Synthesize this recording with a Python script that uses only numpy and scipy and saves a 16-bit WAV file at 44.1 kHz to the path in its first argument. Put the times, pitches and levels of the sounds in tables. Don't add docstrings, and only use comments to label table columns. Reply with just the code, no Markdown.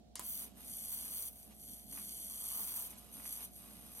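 import sys
import numpy as np
from scipy import signal
from scipy.fft import rfft, irfft
from scipy.io import wavfile

SR = 44100
rng = np.random.default_rng(int(sys.argv[2]) if len(sys.argv) > 2 else 0)


def dump_mix(stems):
    frames = np.atleast_2d(stems).T
    limited = np.clip(frames, -1, 1)
    pcm = np.round(limited * 32767).astype(np.int16)
    wavfile.write(sys.argv[1], SR, pcm)


N = 176400
T = np.arange(N) / SR
F = np.maximum(np.fft.rfftfreq(N, 1 / SR), 1)
SIDE = np.array([[1], [-1]])

JAR_T60_S, ROOM_T60_S, ROOM_DULL_HZ = 0.062, 0.26, 7460
ROOM_PAN_DB, WICK_PAN_DB = 3.5, 5.5

# start in seconds, tick level in dB, rise and contact time in
# seconds, top of the treble in Hz, hollow knock in dB, rubbing in dB.
SWITCH_CLICKS = [(0.155, -12.5, 0.00112, 0.0011, 11300, -32, -48),
                 (0.195, -14.5, 0.00016, 0.00022, 16000, -22.5, -71)]


def undb(db):
    return 10 ** (np.asarray(db) / 20)


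def unit(x):
    return x / np.sqrt(np.mean(x ** 2))


def fader(points, trim_db=0, outside_db=None):
    return undb(np.interp(T, *np.array(points).T, left=outside_db, right=outside_db) + trim_db)


def pan_right(x, db):
    return x * undb(-SIDE * db / 2)


def drift(hz):
    return unit(irfft(rfft(rng.standard_normal(N)) / (1 + (F / hz) ** 2), N))


def causal(gain):
    cepstrum = irfft(np.log(gain), N)
    cepstrum[1:N // 2] *= 2
    cepstrum[N // 2 + 1:] = 0
    return np.exp(rfft(cepstrum))


def colour(points):
    hz, db = np.array(points).T
    return causal(undb(np.interp(np.log(F), np.log(hz), db)))


def resonance(hz, width):
    return 1 / (1 + 1j * (F ** 2 - hz ** 2) / (F * width))


def through(x, response):
    return irfft(rfft(x) * response / np.sqrt(np.mean(abs(response) ** 2)), N)


def low_pass(x, hz, order):
    return irfft(rfft(x) / np.sqrt(1 + (F / hz) ** (2 * order)), N)


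def band_level(x, low_hz, high_hz):
    return np.sqrt(np.mean(irfft(rfft(x) * (F > low_hz) * (F < high_hz), N) ** 2))


def burst(start, decay_s, rise_s=.0001):
    age = np.maximum(T - start, 0)
    attack = 1 - np.exp(-(age / rise_s) ** 2)
    return unit(rng.standard_normal(N) * attack * np.exp(-age / decay_s)) / np.sqrt(N)


def echoes(x, t60):
    tail = rng.standard_normal((2, N)) * np.exp(-np.log(1000) * T / t60) * np.minimum(T / (t60 / 20), 1)
    return signal.fftconvolve(np.atleast_2d(x), unit(tail) / np.sqrt(N), axes=1)[:, :N]


def space(x, ring_db, room_db):
    ring = undb(ring_db) * echoes(x, JAR_T60_S)
    return x + ring + undb(room_db) * low_pass(echoes(x, ROOM_T60_S), ROOM_DULL_HZ, order=2)


def room_tone():
    # frequency in Hz, relative level in dB.
    air_eq = [(25, -25.5), (55, -1), (90, 0.5), (140, -4), (220, -1.5), (300, -9.5), (500, -11.5),
              (750, -14.5), (1000, -29.5), (2000, -33), (4000, -27), (8000, -34.5), (15000, -42)]
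    # pitch in Hz, relative level in dB.
    hum_tones = [(59.2, -64.5), (209.9, -70.5), (592.2, -78), (651.4, -77), (710.6, -73), (769.8, -80),
                 (829.0, -86)]
    mid, side = through(rng.standard_normal((2, N)), colour(air_eq))
    side = irfft(rfft(side) * F / (F + 70), N)
    air = undb(-68) * (mid + undb(3.5) * side * SIDE)
    hum = 0
    for hz, db in hum_tones:
        phase = 2 * np.pi * (hz * T + rng.random()) + 0.42 * drift(hz=3.8)
        hum = hum + np.sqrt(2) * undb(db - 2.5) * np.sin(phase)
    return pan_right(air + hum, ROOM_PAN_DB)


def rumble():
    # time in seconds, relative level in dB.
    swells = [(0.0, -56.5), (0.03, -70), (0.14, -76), (0.19, -66), (0.71, -61.5), (0.79, -67),
              (1.14, -62.5), (1.21, -80), (1.26, -66), (1.43, -79), (1.49, -58.5), (1.56, -73), (1.74, -58),
              (1.77, -80), (1.89, -58.5), (2.54, -70.5), (2.63, -60.5), (2.78, -71), (2.96, -59),
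              (3.01, -70), (3.2, -58), (3.22, -67), (3.84, -60.5), (4.0, -68)]
    mid, side = through(rng.standard_normal((2, N)), resonance(hz=210.8, width=112) ** 2)
    return pan_right(fader(swells, trim_db=-1.5) * (mid + .5 * side * SIDE), ROOM_PAN_DB)


def switch():
    # frequency in Hz, relative level in dB.
    tick_eq = [(300, -26), (1000, 0.5), (1800, -14), (3000, -4), (4700, -5), (7000, 4.5), (9500, 3.5),
               (12000, 11.5), (15500, 1.5)]
    # pitch in Hz, width in Hz, relative level in dB.
    knock_modes = [(423, 230, 4), (700, 170, 4), (1000, 87, 14), (1210, 110, -6)]
    # pitch in Hz, width in Hz, relative level in dB.
    scrape_modes = [(1270, 130, -5.5), (2100, 220, -0.5), (3170, 140, 0), (3610, 140, -6), (5000, 830, 0.5),
                    (6550, 690, 0), (8200, 370, -11)]
    body, scrape = (sum(undb(db) * resonance(hz, width) for hz, width, db in modes)
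                    for modes in (knock_modes, scrape_modes))
    rub_decay_s = 0.027
    clicks = 0
    for at, db, rise, contact, top_hz, knock_db, rub_db in SWITCH_CLICKS:
        rub = undb(rub_db) * rng.standard_normal(N) * (T > at) * np.exp(-abs(T - at) / rub_decay_s)
        tick = through(undb(db) * burst(at, contact, rise), colour(tick_eq))
        knock = undb(knock_db) * through(signal.unit_impulse(N, int((at + rise) * SR)), body)
        clicks = clicks + low_pass(tick + through(rub, scrape), top_hz, order=14) + knock
    return space(clicks, ring_db=-10, room_db=-5)


def sparks(per_second=8000, spread_db=2, sputter_db=1, flutter_db=1.5, flutter_hz=76.5):
    fired = rng.random(N) < per_second / SR
    size_db = spread_db * np.clip(rng.standard_normal(N), -2, 2)
    flutter = through(rng.standard_normal(N), resonance(flutter_hz, 2 * flutter_hz) ** 2)
    bunch_db = sputter_db * np.clip(drift(hz=734), -2, 2) + flutter_db * np.minimum(flutter, 2)
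    return unit(fired * rng.choice([-1, 1], N) * undb(size_db + bunch_db))


def wax_pop(start, end_hz, start_hz=3500, fall_s=.0009, decay_s=.0028):
    age = np.maximum(T - start, 0)
    cycles = end_hz * age + (start_hz - end_hz) * fall_s * (1 - np.exp(-age / fall_s))
    return unit(np.sin(2 * np.pi * cycles) * np.exp(-age / decay_s)) / np.sqrt(N)


def wick(spark_train, flutter_db=3.5):
    # frequency in Hz, relative level in dB.
    fry_eq = [(200, -6), (400, 4.5), (700, 3.5), (1000, 5), (1400, 2), (1900, -3), (3200, 3), (5000, -2.5),
              (8000, 4.5), (14000, -42.5)]
    # time in seconds, relative midrange level in dB.
    fry_levels = [(0.21, -63), (0.23, -75.5), (0.37, -73.5), (0.43, -68), (0.53, -83), (0.6, -70.5),
                  (0.73, -78), (1.0, -71), (1.26, -72), (1.32, -84), (1.48, -81), (1.52, -72),
                  (1.55, -87.5), (1.8, -81), (1.87, -88), (1.98, -67), (2.05, -78.5), (2.26, -79),
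                  (2.55, -70.5), (2.8, -67.5), (2.86, -70.5), (3.12, -76), (3.16, -70), (3.37, -70),
                  (3.41, -65.5), (3.53, -84), (3.61, -73), (3.97, -73.5), (4.0, -66.5)]
    # time in seconds, relative level in dB.
    burn_levels = [(2.3, -80.5), (2.55, -65), (2.72, -70), (2.77, -60.5), (2.88, -89), (2.93, -89),
                   (3.1, -82)]
    # start in seconds, relative level in dB, final pitch in Hz.
    pops = [(1.926, -41, 450), (1.9755, -33.5, 880), (2.93, -40, 750), (3.199, -39, 650),
            (3.2555, -34, 850)]
    fry = through(spark_train, colour(fry_eq))
    fry = fry * fader(fry_levels, trim_db=-1.5) / band_level(fry, 900, 2000)
    burn = through(sparks(), resonance(hz=1010, width=540) ** 2)
    burn = unit(burn * undb(flutter_db * np.clip(drift(hz=45), -2, 2)))
    burn = burn * fader(burn_levels, outside_db=-np.inf)
    direct = fry + burn + sum(undb(db) * wax_pop(at, hz) for at, db, hz in pops)
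    return pan_right(direct + undb(-1) * echoes(direct, ROOM_T60_S / 3), WICK_PAN_DB)


def jar_response():
    # pitch in Hz, width in Hz, relative level in dB.
    jar_modes = [(2185, 316, -10.5), (3216, 770, -8), (4400, 520, -7), (4720, 340, -10), (6060, 830, -5),
                 (7220, 1140, -9), (8040, 810, -5), (9345, 980, 2.5), (11420, 830, 3), (11770, 1000, -1),
                 (12860, 970, 2.5), (13400, 600, -4), (15300, 160, -10.5)]
    # frequency in Hz, phase in radians.
    left_lead = [(200, -.5), (1200, -.2), (2000, -2.7), (2500, -3.1), (2950, -1.8), (3600, -1.8),
                 (4050, -2.6), (5400, -2.8), (5800, -.3), (6400, -1.5), (7000, -.3), (7700, -1.2),
                 (8700, 0), (10600, 0), (12000, 1.1), (13700, 2.0), (14400, 2.1)]
    gain = np.sqrt(sum((undb(db) * abs(resonance(hz, width)) ** 2) ** 2 for hz, width, db in jar_modes))
    lead = np.interp(F, *np.array(left_lead).T)
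    return causal(gain) * np.exp(.5j * lead * SIDE)


def arc(waver_db=1.2):
    # time in seconds, relative treble level in dB.
    strength = [(0.21, -59.5), (0.25, -49.5), (0.3, -49), (0.44, -49), (0.52, -77), (0.55, -76),
                (0.57, -62.5), (0.72, -49.5), (0.95, -47.5), (1.09, -50), (1.14, -47.5), (1.285, -48),
                (1.3, -62), (1.44, -60.5), (1.53, -67.5), (1.62, -57), (1.72, -53.5), (1.86, -63),
                (1.93, -50), (2.3, -50.5), (2.48, -45.5), (2.75, -48), (2.77, -43.5), (2.87, -50.5),
                (2.89, -59), (2.91, -53), (2.96, -68), (2.99, -54.5), (3.0, -62.5), (3.11, -65.5),
                (3.14, -53), (3.22, -56.5), (3.26, -48.5), (3.33, -47), (3.41, -52), (3.45, -47.5),
                (3.47, -59), (3.5, -68), (3.56, -57), (3.63, -60.5), (3.9, -59.5), (4.0, -51.5)]
    # start in seconds, level in dB.
    snap_hits = [(0.376, -35), (0.68, -27.5), (1.172, -25.5), (1.43, -31), (1.607, -37), (1.925, -31),
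                 (2.459, -25), (2.502, -25), (2.62, -34), (2.865, -26), (2.906, -29), (3.129, -39),
                 (3.262, -30)]
    # time in seconds, boost or cut in dB.
    top_band_gains = [(0.22, 2), (0.29, 22), (0.44, 13), (0.52, -12), (0.8, -27), (0.93, 21), (1.03, 1),
                      (1.17, 18), (1.42, 10), (1.49, -33), (1.9, -41), (2.35, -30), (2.58, 18.5), (2.9, 11),
                      (2.96, -35), (3.32, -38), (3.6, -41)]
    strike_s = SWITCH_CLICKS[-1][0]
    lit = np.clip((T - strike_s) / 0.0045, 0, 1) * np.clip((T[-1] - T) / 0.0033, 0, 1)
    train, jar = sparks(), jar_response()
    sizzle = train * lit * fader(strength, trim_db=2.52) / band_level(through(train, jar), 8000, 13000)
    snaps = sum(undb(db) * burst(at, decay_s=0.00057) for at, db in snap_hits)
    crackle = through(sizzle + snaps, jar)
    hollow = low_pass(crackle, hz=5500, order=12)
    body = low_pass(crackle, hz=13600, order=40)
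    top_band = (crackle - body) * fader(top_band_gains)
    crackle = hollow * undb(waver_db * drift(hz=35)) + (body - hollow) + top_band
    return space(crackle, ring_db=-15.5, room_db=-35.5) + wick(train * lit)


def scene():
    return arc() + switch() + room_tone() + rumble()


def record(dry, top_hz=15850):
    return signal.sosfilt(signal.ellip(10, .2, 70, top_hz, fs=SR, output="sos"), dry)


dry = scene()
out = record(dry)
dump_mix(out)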